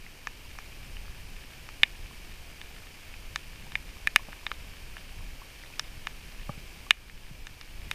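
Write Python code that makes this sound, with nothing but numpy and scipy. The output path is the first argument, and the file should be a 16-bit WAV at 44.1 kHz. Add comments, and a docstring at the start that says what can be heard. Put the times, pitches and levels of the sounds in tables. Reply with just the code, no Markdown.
"""A river bank in steady rain, heard from a small camera worn by an angler.
The rain on the river is filtered noise: an even hiss with fine grains, coloured by the plastic case.
Drops tap the case and make its many pitches ring, with a faint shiver after the full drops.
Bubbles on the water close by plip as short rising tones, and lifting the rod bumps the camera softly.
Moving air adds a low, uneven rumble of filtered noise."""
import sys
import numpy as np
from scipy import signal
from scipy.fft import rfft, irfft
from scipy.io import wavfile

SR = 44100
rng = np.random.default_rng(int(sys.argv[2]) if len(sys.argv) > 2 else 0)


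def to_wav(s):
    """Save 16-bit WAV."""
    ch = np.atleast_2d(s).T  # columns
    pcm = np.round(np.clip(ch, -1, 1) * 32767)  # PCM
    wavfile.write(sys.argv[1], SR, pcm.astype(np.int16))


N = 350154  # length in samples


def river_rain(far_db=-52.0, near_db=-57, near_per_s=900, swell_db=0.08):
    """Countless far drops merge into a hiss; nearer ones are single clicks that stand out as fine grains."""
    far = cavity(rng.standard_normal(N))
    clicks = rng.choice([-1, 1], N) * (rng.random(N) < near_per_s / SR)
    near = cavity(clicks)
    rain = amp(far_db) * unit(far) + amp(near_db) * unit(near)
    return rain * amp(swell_db * drift(1.6))


# The tone of rain on the water.
# Each row: pitch in Hz, relative strength in dB per Hz.
RAIN_TONE = [(100, -3), (300, 5), (550, 2), (900, 1), (1350, -2), (2500, 0), (3700, -3), (5200, -2),
             (6200, -5.5), (7700, -8.5), (9000, -8), (10800, -11.5), (12900, -8.5), (15200, -14)]
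# Air inside the case that resonates before the microphone.
# Each row: pitch in Hz, distance in Hz at which the added power falls to a quarter,
# strength of the added sound in dB compared with the hiss.
CASE_AIR = [(1670, 210, 0.5), (2326, 204, 6.5), (2730, 410, 4), (3133, 145, 3.5), (4650, 380, -4),
            (9580, 280, 2)]


def cavity(x):
    """Gives a sound the rain's tone, then adds power where the air in the case resonates."""
    hz = np.fft.rfftfreq(N, 1 / SR)
    lift = 0
    for f, width, db in CASE_AIR:
        lift = lift + amp(db) ** 2 / (1 + ((hz - f) / width) ** 2) ** 2
    return irfft(rfft(x) * amp(read(RAIN_TONE, hz)) * np.sqrt(1 + lift), N)


SPOT_SPREAD = 0.18  # octaves around the favoured pitch that a light drop drives
HARD_SPREAD = 0.17  # harder drops drive more pitches: octaves added for a drop of 0 dB
COLLAPSE = -0.34  # a drop pulls back as it collapses, with this share of its impact

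# Full drops on the case.
# Each row: start in seconds, peak level of the tap in dB before the shiver, pitch in Hz that the spot favours,
# strength of the broad splat in dB compared with the favoured pitch, top of the splat in Hz,
# seconds until the drop collapses.
FULL_DROPS = [(0.271, -17.5, 6000, 2.5, 2600, 0.0014), (0.587, -27.5, 5600, 1.5, 2000, 0.0006),
              (0.968, -31, 2700, -6, 2100, 0.00085), (1.689, -30, 5300, 1, 2550, 0.00059),
              (1.8329, 1, 2770, -9.5, 6660, 0.00075), (2.6144, -28, 2850, 6, 8200, 0.00073),
              (3.359, -14, 5900, -2, 7800, 0.000336), (3.7199, -30.5, 990, -1, 11000, 0.0015),
              (3.7539, -12, 2280, -9, 5530, 0.00074), (4.0722, -7.2, 2060, -9.5, 15000, 0.0014),
              (4.1602, -0.3, 2500, 7, 17000, 0.00027), (4.3292, -30, 1650, 12, 2300, 0.0017),
              (4.4657, -16, 3800, 8, 4500, 0.00069), (4.5156, -17.5, 1360, -7, 6000, 0.0011),
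              (4.9675, -27.5, 2500, 9.5, 2150, 0.000884), (5.795, -13.5, 5300, -12.5, 14000, 0.00045),
              (6.0702, -17, 980, -3, 7200, 0.00024), (6.9076, 2, 3150, 0, 10400, 0.00021),
              (7.0972, -33, 2100, 2, 2900, 0.0008), (7.469, -26, 6600, -4, 6800, 0.00091),
              (7.6118, -28.5, 5130, -11, 5400, 0.00127), (7.9128, -15, 2340, 6, 13500, 0.00173)]


def big_drops(early_db=-25, early_t60=0.044, late_db=-28, late_t60=0.24,
              shiver_hz=2300, shiver_width_hz=900, size=6000):
    """Full drops tap the case, and each leaves a faint shiver of narrow, dying noise."""
    taps = np.zeros(N)
    for s, db, spot_hz, splat_db, top_hz, collapse_s in FULL_DROPS:
        spread = SPOT_SPREAD + HARD_SPREAD * amp(db)
        add(taps, s, amp(db) * tap(spot_hz, spread, splat_db, top_hz, collapse_s, COLLAPSE))
    # most of the shiver dies at once, a little lingers; t60 is the seconds to fall by 60 dB
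    fall_db = 60 * np.arange(size) / SR
    early, late = amp(-fall_db / early_t60), amp(-fall_db / late_t60)
    fade = amp(early_db) * early / np.linalg.norm(early)
    fade = fade + amp(late_db) * late / np.linalg.norm(late)
    b, a = signal.iirpeak(shiver_hz, shiver_hz / shiver_width_hz, SR)
    shiver = signal.lfilter(b, a, rng.standard_normal(size) * fade)
    return taps + signal.oaconvolve(taps, shiver)[:N]


def small_drops(peak_db=-36, range_db=4, low_hz=1000, high_hz=3200,
                splat_db=-5, top_hz=3000, collapse_s=0.0011, count=5):
    """Now and then a small drop ticks on a random spot of the case: one in each equal stretch of time."""
    out = np.zeros(N)
    for k, (when, strength, spot) in enumerate(rng.random((count, 3))):
        spot_hz = low_hz * (high_hz / low_hz) ** spot
        tick = tap(spot_hz, SPOT_SPREAD, splat_db, top_hz, collapse_s, COLLAPSE)
        level_db = peak_db + range_db * (strength - 1.0)
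        add(out, (k + when) / count * N / SR, amp(level_db) * tick)
    return out


def droplets(smallest_db=-48, per_s=40, size_db=3, spread=0.93, splat_db=-16, top_hz=5000, count=24):
    """Fine spray patters on many spots of the case, each spot with its own tap."""
    level_db = smallest_db + size_db * np.minimum(rng.exponential(1, N), 3)
    sizes = amp(level_db) * (rng.random(N) < per_s / SR)
    spots = rng.integers(0, count, N)
    # each spot's collapse: delay in seconds, then share of the impact (a push or a pull)
    collapses = rng.uniform([.0003, -.6], [.0015, .6], (count, 2))
    taps = []
    for hz, (delay_s, share) in zip(np.geomspace(1500, 3100, count), collapses):
        taps.append(tap(hz, spread, splat_db, top_hz, delay_s, share))
    out = np.zeros(N)
    for at in np.flatnonzero(sizes):
        add(out, at / SR, sizes[at] * taps[spots[at]])
    return out


# The pitches at which the case rings.
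# Each row: pitch in Hz, seconds to fall by 60 dB, relative strength in dB.
CASE_RINGING = [(187.4, 0.025, -15.5), (616, 0.015, -13.5), (842, 0.011, -4), (1216, 0.0081, 3.85),
                (1758, 0.015, 4.5), (2164.5, 0.014, 2), (2450, 0.015, 2.65), (2877, 0.01333, 3),
                (3645, 0.013, 2.55), (4005, 0.013, -3), (4700, 0.0042, 0), (5520, 0.0085, -5.5),
                (6400, 0.0086, -5), (8000, 0.0077, -7.5), (8890, 0.011, -10), (10930, 0.0039, 1),
                (14100, 0.0024, 0)]


def tap(spot_hz, spread, splat_db, top_hz, collapse_s, collapse):
    """One drop on the case, peak 1: a broad splat, plus the pitches that move most at the spot it hits."""
    hz = np.transpose(CASE_RINGING)[0]
    drive = favoured(CASE_RINGING, spot_hz, spread) + amp(splat_db) * blow(hz, top_hz)
    # the drop collapses just after it lands: this second force feeds some pitches and stops others
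    sound = ring(CASE_RINGING, drive) + collapse * ring(CASE_RINGING, drive, collapse_s)
    return sound / abs(sound).max()


def favoured(modes, spot_hz, spread):
    """How strongly a blow drives each pitch: most near the one its spot favours; spread is in octaves."""
    octaves_away = np.log2(np.transpose(modes)[0] / spot_hz)
    return np.exp(-.5 * (octaves_away / spread) ** 2)


def blow(hz, top_hz):
    """How strongly a splat drives each pitch: evenly at first, then fading above its top."""
    return 1 / (1 + (hz / top_hz) ** 4)


def ring(modes, drive, delay_s=0, size=2400):
    """Adds up dying tones of alternating sign, each driven by its own amount."""
    hz, t60, db = np.transpose(modes)[:, :, None]
    t = np.maximum(np.arange(size) / SR - delay_s, 0)
    fall_db = 60 * t / t60
    tones = amp(db - fall_db) * np.sin(2 * np.pi * hz * t)
    signs = (-1) ** np.arange(len(modes))
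    return (drive * signs) @ tones


# Clear plips on the water close by.
# Each row: start in seconds, level in dB at which the bubble begins to die away, bubble pitch in Hz.
CLEAR_PLIPS = [(0.0647, -34, 1953), (3.1401, -32, 2320), (4.195, -40, 1010), (5.4182, -37.5, 1020),
               (5.637, -36, 1850), (5.7383, -34.5, 2310), (6.8665, -40, 1060)]


def plops(faintest_db=-54, size_db=3.0, low_hz=750, high_hz=3200, count=90):
    """Drops on the nearby water trap small bubbles: many faint ones, and a few clear plips close by."""
    out = np.zeros(N)
    for when, pitch, chance in rng.random((count, 3)):
        # small bubbles are common, loud ones rare
        level_db = faintest_db + size_db * min(-np.log(1 - chance), 3)
        add(out, when * N / SR, amp(level_db) * bubble(low_hz * (high_hz / low_hz) ** pitch))
    for s, db, hz in CLEAR_PLIPS:
        add(out, s, amp(db) * bubble(hz))
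    return out


BUBBLE_CYCLES = 3.9  # cycles at the starting pitch until the bubble dies to 1/e
BUBBLE_RISE = 0.038  # share by which the count of cycles has grown after that time


def bubble(hz, size=3000):
    """A trapped bubble rings briefly and rises in pitch, until its faint end settles on a steady pitch."""
    turns = hz * np.arange(size) / SR
    age = turns / BUBBLE_CYCLES
    raised_turns = turns * (1 + BUBBLE_RISE * np.minimum(age, 2))
    return np.exp(-age) * np.sin(2 * np.pi * raised_turns)


# Soft bumps through the camera's mount.
# Each row: start in seconds, peak level in dB, pitch in Hz that the bump favours, spread of that in octaves.
SOFT_BUMPS = [(4.285, -39.5, 425, 0.78), (6.4925, -23.5, 450, 1.9), (6.575, -39, 240, 0.9),
              (7.31, -34, 152, 0.53)]
# The pitches at which the mount rings.
# Each row: pitch in Hz, seconds to fall by 60 dB, relative strength in dB.
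MOUNT_RINGING = [(126, 0.051, 5.5), (193, 0.018, 6), (303.5, 0.016, -6), (436, 0.038, -19),
                 (583, 0.054, -9.5), (816, 0.053, -10.5), (1150, 0.02, 1.5), (1237, 0.0152, 0.5),
                 (1760, .02, -11)]


def bumps():
    """Dull knocks make the mount ring as the angler moves."""
    out = np.zeros(N)
    for s, db, spot_hz, spread in SOFT_BUMPS:
        knock = ring(MOUNT_RINGING, favoured(MOUNT_RINGING, spot_hz, spread))
        add(out, s, amp(db) * knock / abs(knock).max())
    return out


# The tone of moving air.
# Each row: pitch in Hz, relative strength in dB per Hz.
AIR_TONE = [(5, -7.5), (16, -0.5), (32, -1.5), (47, -8.5), (62, -8.5), (78, -12.5), (100, -15.5),
            (150, -20), (210, -25), (400, -37), (1200, -62)]


def air(level_db=-44.0, gust_db=2.0, gust_hz=3):
    """A light breeze rumbles at the microphone: low noise whose level wanders."""
    hz = np.fft.rfftfreq(N, 1 / SR)
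    rumble = irfft(rfft(rng.standard_normal(N)) * amp(read(AIR_TONE, hz)), N)
    return amp(level_db) * unit(rumble * amp(gust_db * drift(gust_hz)))


def amp(db):
    """Turns decibels into a gain."""
    return 10 ** (np.asarray(db) / 20)


def unit(x):
    """Scales a sound to an rms (average strength) of 1."""
    return x / np.sqrt(np.mean(x ** 2) + 1e-20)


def read(points, hz):
    """Reads a tone table, joining its points by straight lines over log pitch."""
    f, db = np.transpose(points)
    return np.interp(np.log(hz + 1), np.log(f), db)


def add(mix, s, sound):
    """Mixes a sound in at s seconds."""
    part = mix[max(round(s * SR), 0):][:len(sound)]
    part += sound[:len(part)]


def drift(rate_hz):
    """A slow random curve of rms 1: noise that fades out above the given rate."""
    hz = np.fft.rfftfreq(N, 1 / SR)
    slow = (hz > 0) / (1 + (hz / rate_hz) ** 4)
    return unit(irfft(rfft(rng.standard_normal(N)) * slow, N))


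def scene():
    """Adds rain, drops, bubbles, bumps and breeze in one channel."""
    rain_and_drops = river_rain() + big_drops() + small_drops() + droplets()
    return (rain_and_drops + plops() + bumps() + air())[None]


EDGE_HZ = 15400  # where the treble ends

# The level of everything: it starts slightly low, and later dips and creeps back.
# Each row: time in seconds, gain in dB.
OVERALL_LEVEL = [(0, -1.8), (.6, 0), (6.9, 0), (6.925, -5.3), (7.3, -2.5), (7.65, -2), (7.94, 0.7)]


def record(dry):
    """The level follows its curve, the hardest taps clip, and the treble ends steeply."""
    gain_db = np.interp(np.arange(N) / SR, *np.transpose(OVERALL_LEVEL))
    clipped = np.clip(dry * amp(gain_db), -1, 1)
    low_pass = signal.firwin(401, EDGE_HZ, window=("kaiser", 8), fs=SR)
    return signal.oaconvolve(clipped, low_pass[None], "same")


dry = scene()
out = record(dry)
to_wav(out)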